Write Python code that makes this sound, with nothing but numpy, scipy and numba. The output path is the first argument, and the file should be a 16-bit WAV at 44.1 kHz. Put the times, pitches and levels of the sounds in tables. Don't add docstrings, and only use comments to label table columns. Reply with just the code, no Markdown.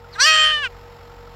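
import sys
import numpy as np
from scipy import signal
from scipy.fft import rfft, irfft
from scipy.io import wavfile
from scipy.ndimage import uniform_filter1d, minimum_filter1d
from numba import njit

SR = 44100
rng = np.random.default_rng(int(sys.argv[2]) if len(sys.argv) > 2 else 0)


def int16_out(signal):
    q = np.round(np.clip(np.atleast_2d(signal).T, -1, 1) * 32767)
    wavfile.write(sys.argv[1], SR, q.astype(np.int16))


def to_linear_factor(level_db):
    exponent = np.asarray(level_db, float) / 20
    return 10 ** exponent


N = 59535


def table(rows, t, first=1):
    rows = np.array(rows, float)
    return [np.interp(t, rows[:, 0], c) for c in rows.T[first:]]


def level(x, db):
    return x * to_linear_factor(db) / np.sqrt(np.mean(x ** 2))


@njit
def svf(x, hz, width):
    y, b, l = np.empty(len(x)), 0., 0.
    for i in range(len(x)):
        g, k = np.tan(np.pi * hz[i] / SR), width / hz[i]
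        v = (b + g * (x[i] - l)) / (1 + g * (g + k))
        b, l, y[i] = 2 * v - b, l + 2 * g * v, k * v
    return y


def walk(rate):
    k = int(SR / rate)
    steps = np.repeat(rng.standard_normal(N // k + 1), k)
    w = uniform_filter1d(uniform_filter1d(steps, k), k)[:N]
    return w / w.std()


def coloured(shape):
    f, out = np.fft.rfftfreq(N, 1 / SR) + 1, 0
    gain = to_linear_factor(table([(np.log(a), b) for a, b in shape], np.log(f))[0])
    for centre in np.arange(4.5, 15, .5):
        band = np.clip(1 - 2 * abs(np.log2(f) - centre), 0, 1) ** .5
        noise = irfft(rfft(rng.standard_normal(N)) * gain * band, N)
        flicker_db = 0.5 * walk(12.09)
        out = out + to_linear_factor(flicker_db) * noise
    return out


# multiple of the firing rate, level/dB
EXHAUST_PARTIALS = [(.75, -84), (1, -52.5), (1.25, -62), (1.5, -71.5), (1.75, -65), (2, -50), (2.25, -76),
                    (3, -57), (4, -65), (5, -64.5)]


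def exhaust(turns):
    out = 0
    for k, db in EXHAUST_PARTIALS:
        strength = 1.44 * to_linear_factor(db + 2.1 * walk(12))
        phase = 2 * np.pi * (k * turns + rng.random()) + 0.23 * walk(10.9)
        out = out + strength * np.sin(phase)
    return out


# f/Hz, level/dB
WHINE_TONES = [(474.6, -47), (546, -64.5), (728, -77.5), (800, -61.5), (898, -56.5), (955, -80), (990, -77),
               (1286, -58.5)]


def whines(t):
    out = 0
    for f, db in WHINE_TONES:
        strength = 1.25 * to_linear_factor(db + 1.06 * walk(20.3))
        phase = 2 * np.pi * (f * t + rng.random()) + 0.37 * walk(14.8)
        out = out + strength * np.sin(phase)
    return out


# place in cycle 0-1, f/Hz, 60 dB decay time/s, level/dB
KNOCK_MODES = [(0, 1300, 0.035, -37), (0.3, 810, 0.044, -45.5), (0.6, 1900, 0.013, -39),
               (0.3, 900, 0.013, -53), (0, 850, .03, -49)]


def knocks(turns, firing_hz):
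    out = 0
    for place, f, ring_s, db in KNOCK_MODES:
        beat = turns / 4 - place
        age = beat % 1 * 4 / firing_hz
        luck = rng.standard_normal((40, 2))[np.floor(beat).astype(int) + 2].T
        strength = to_linear_factor(db + 2.3 * luck[0] - 60 * age / ring_s)
        rise = np.clip(age / 0.0032, 0, 1)
        out = out + strength * np.sin(2 * np.pi * f * (1 + 0.04 * luck[1]) * age) * rise
    return out


def injector(turns):
    burst = rng.standard_normal(N) * np.exp(-(turns % 1) / 0.26)
    return level(svf(burst, np.full(N, 5240.), 110.), -70)


# f/Hz, level/dB per Hz
AIR_SPECTRUM = [(18, -36), (30, -1), (98, -9), (312, -15), (473, -8.5), (527, -12), (891, -8),
                (1110, -11.5), (5600, -27.5), (7280, -65), (12300, -120)]
# f/Hz, level/dB per Hz
HISS_SPECTRUM = [(5000, -35), (5800, 0), (7600, 7), (8700, -22), (11000, -0.5), (15700, -1.5), (20000, -9)]
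# t/s, level/dB
PHONE_TURN = [
    (0, -5.5),
    (.15, -0.5),
    (.6, -1),
    (1.35, -1),
]


def clatter(t, turns):
    puff_db = 4 * np.cos(2 * np.pi * (turns - .1)) / 2
    puff = to_linear_factor(puff_db + table(PHONE_TURN, t)[0])
    air = coloured(list(AIR_SPECTRUM) + [(5900, AIR_SPECTRUM[-1][1] - 25)])
    return level(air * puff, -47) + level(coloured(HISS_SPECTRUM) * puff, -65.5)


def engine(t):
    firing_hz, first_tick_s = 45.56, .0439
    turns = firing_hz * (t - first_tick_s)
    tones = exhaust(turns) + whines(t)
    return tones + knocks(turns, firing_hz) + injector(turns) + clatter(t, turns)


# t/s, f/Hz
FOLD_PITCH = [
    (.155, 406.7),
    (.181, 422.6),
    (.216, 533),
    (.268, 632.6),
    (.4, 623),
    (.51, 618.2),
    (.622, 577.4),
    (.654, 507),
    (.685, 435),
]


def fold_pitch(t):
    hz = table([(.118, 129.35)] + list(FOLD_PITCH), t)[0]
    hz = uniform_filter1d(hz, size=661) * (1 + .001 * walk(130))
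    return hz, np.cumsum(hz) / SR


# t/s, strong-weak alternation/dB, scatter/dB, timing scatter/us, breath level/dB
FOLD_ROUGHNESS = [(.12, 0, 2, 30, -20), (.2, 0, .5, 5, -26), (.25, .5, .8, 7, -24),
                  (.262, 2.5, 1.5, 14, -20), (.272, 2.5, .4, 3, -34), (.31, 2.5, .5, 4, -32),
                  (.325, 1, .9, 9, -23), (.525, 1.2, .9, 9, -24), (.54, 0, .3, 4, -31),
                  (.62, 0, .3, 5, -29), (.68, 0, .5, 8, -24)]
# t/s, dip level/dB
SKIPPED_BEATS = [(0.3123, -1.5), (0.3172, -2.0), (0.3267, -8.4), (0.3363, -8.2), (0.3441, -2.0),
                 (0.3522, -7.5), (0.3619, -9.4), (0.3716, -5.8), (0.3814, -4.8), (0.3922, -5.1),
                 (0.4006, -4.8), (0.41, -1.6), (0.4166, -2.6), (0.4241, -4.9), (0.4319, -2.0),
                 (0.4393, -3.9), (0.4488, -7.0), (0.4584, -7.0), (0.4678, -4.5), (0.4748, -6.7),
                 (0.4837, -2.0), (0.4877, -5.8), (0.497, -6.5), (0.5038, -7.5), (0.5101, -7.8),
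                 (0.5164, -4.0), (0.5262, -4.3)]


def fold_source(t, hz, turns):
    cycle = np.round(turns).astype(int)
    alternate_db, scatter_db, jitter_us, breath_db = table(FOLD_ROUGHNESS, t)
    skip_lead_s, skip_depth = .001, 2
    skip_db = np.zeros(cycle[-1] + 1)
    for s, db in SKIPPED_BEATS:
        skip_db[cycle[int((s - skip_lead_s) * SR)]] = skip_depth * db
    luck = rng.standard_normal((2000, 2))[cycle].T
    strong_weak = (cycle % 2 - .5) * 2
    size_db = skip_db[cycle] + alternate_db * strong_weak + scatter_db * luck[0]
    snap = turns + uniform_filter1d(luck[1], size=15) * jitter_us * hz / 10 ** 6
    pulses = 0
    for k in range(1, 80):
        pulses = pulses + np.cos(2 * np.pi * k * snap) * (k * hz < .4 * SR)
    breath = to_linear_factor(breath_db + 14) * rng.standard_normal(N) * (1 + np.cos(2 * np.pi * turns))
    return pulses * to_linear_factor(uniform_filter1d(size_db, size=15)), breath


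# t/s, level/dB, mouth f/Hz, throat f/Hz, throat level/dB, brightness/dB
CREAK_SHAPE = [
    (.112, -80, 2080, 3270, -10, 17),
    (.142, -50, 2130, 3300, -23, 19),
    (.162, -29.5, 1560, 3340, -19, -8),
    (.176, -38.5, 1280, 3100, -22, -4),
]
CRY_SHAPE = [
    (0.188, -22.5, 1280, 3150, -14, -10.5),
    (0.204, -14, 1510, 3050, -17, 6.5),
    (0.238, -12, 1890, 3020, -1, 9),
    (0.268, -6.5, 1743, 2726, 0.5, 1),
    (0.431, -13, 1710, 2994, 4, -8),
    (0.549, -20, 1762, 2940, 3, -27.5),
    (.612, -25.5, 1700, 2800, -2.5, -22.5),
    (0.65, -19.5, 1530, 2784, -1, -14),
    (.674, -29, 1550, 2550, 0, -18),
]


def articulation(t):
    release_s = 0.0099
    start, end = CREAK_SHAPE[0], CRY_SHAPE[-1]
    silence = (end[0] + release_s, end[1] - 30) + tuple(end[2:])
    shape = table(list(CREAK_SHAPE) + list(CRY_SHAPE) + [silence], t)
    sounding = (t > start[0]) & (t < end[0] + 1.5 * release_s)
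    return [to_linear_factor(shape[0]) * sounding] + shape[1:]


def formant(x, hz, width):
    return svf(svf(x, hz, 0.92 * width), hz, 0.92 * width)


# t/s, f/Hz
NASAL_GLIDE = [
    (.115, 5150),
    (.155, 3620),
    (.185, 3770),
    (.22, 4560),
    (.258, 4960),
    (.272, 4480),
    (.6, 3940),
    (.66, 4800),
]


def tract(t, source, mouth_hz, throat_hz, throat_db, bright_db):
    mouth = formant(source, mouth_hz, 574)
    throat = formant(source * to_linear_factor(throat_db), throat_hz, 758)
    nasal = formant(source * to_linear_factor(bright_db), table(NASAL_GLIDE, t)[0], 580)
    return mouth + throat + to_linear_factor(-5) * nasal


def head_modes(modes, source, airy, opening, bright_db):
    out = 0
    for f, width, db, share in modes:
        patchy_db = 3 * walk(30.3)
        drive = (airy if f > 5000 else source) * opening
        drive = drive * to_linear_factor(db + share * bright_db + patchy_db)
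        out = out + formant(drive, f * (1 + 0.033 * walk(23.7)), width)
    return out


FOLD_SWING_DB = [
    -18,
    -5,
]


def fold_swing(turns):
    out = 0
    for k, db in enumerate(FOLD_SWING_DB):
        out = out + to_linear_factor(db) * np.cos(2 * np.pi * (k + 1) * turns)
    return out


# f/Hz, width/Hz, level/dB, share of brightness
NOSE_MODES = [(2450, 400, -8, .2), (5600, 500, -9, 1.2), (6300, 400, -20, .6), (7500, 600, -15, .5),
              (8700, 900, -22, .5)]
# f/Hz, width/Hz, level/dB, share of brightness
TOP_MODES = [(9720, 610, -40.5, 2.2), (12300, 2600, -40, 0.97), (15000, 2500, -44.5, 1.1)]
# f/Hz, width/Hz
NOSE_POCKETS = [(3720, 183), (6550, 120)]


def fawn(t):
    hz, turns = fold_pitch(t)
    pulses, breath = fold_source(t, hz, turns)
    effort, mouth_hz, throat_hz, throat_db, bright_db = articulation(t)
    source = (pulses + breath) * effort
    airy = source + breath * effort * to_linear_factor(9)
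    opening = (hz / hz.max()) ** 2
    voice = tract(t, source, mouth_hz, throat_hz, throat_db, bright_db)
    voice = voice + head_modes(NOSE_MODES, source, airy, opening, bright_db)
    for f, width in NOSE_POCKETS:
        voice = voice - svf(voice, np.full(N, float(f)), float(width))
    head_cut = signal.butter(6, 9200, fs=SR, output="sos")
    voice = signal.sosfilt(head_cut, voice) + head_modes(TOP_MODES, source, airy, opening, bright_db)
    return voice + effort * opening ** 2 * fold_swing(turns)


def scene():
    t = np.arange(N) / SR
    return (engine(t) + fawn(t))[None]


@njit
def recover(gain, rate):
    y, g = np.empty(len(gain)), 1.
    for i in range(len(gain)):
        g = min(gain[i], g + (1 - g) * rate)
        y[i] = g
    return y


def roll_off(x):
    return signal.sosfilt(signal.butter(12, 15720, fs=SR, output="sos"), x)


def record(dry):
    limit, release_s = .7, .04
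    need = minimum_filter1d(np.minimum(1, limit / (abs(dry[0]) + 1e-9)), 65)
    gain = uniform_filter1d(recover(need, 1 / (release_s * SR)), 33)
    return roll_off(dry * gain)


dry = scene()
out = record(dry)
int16_out(out)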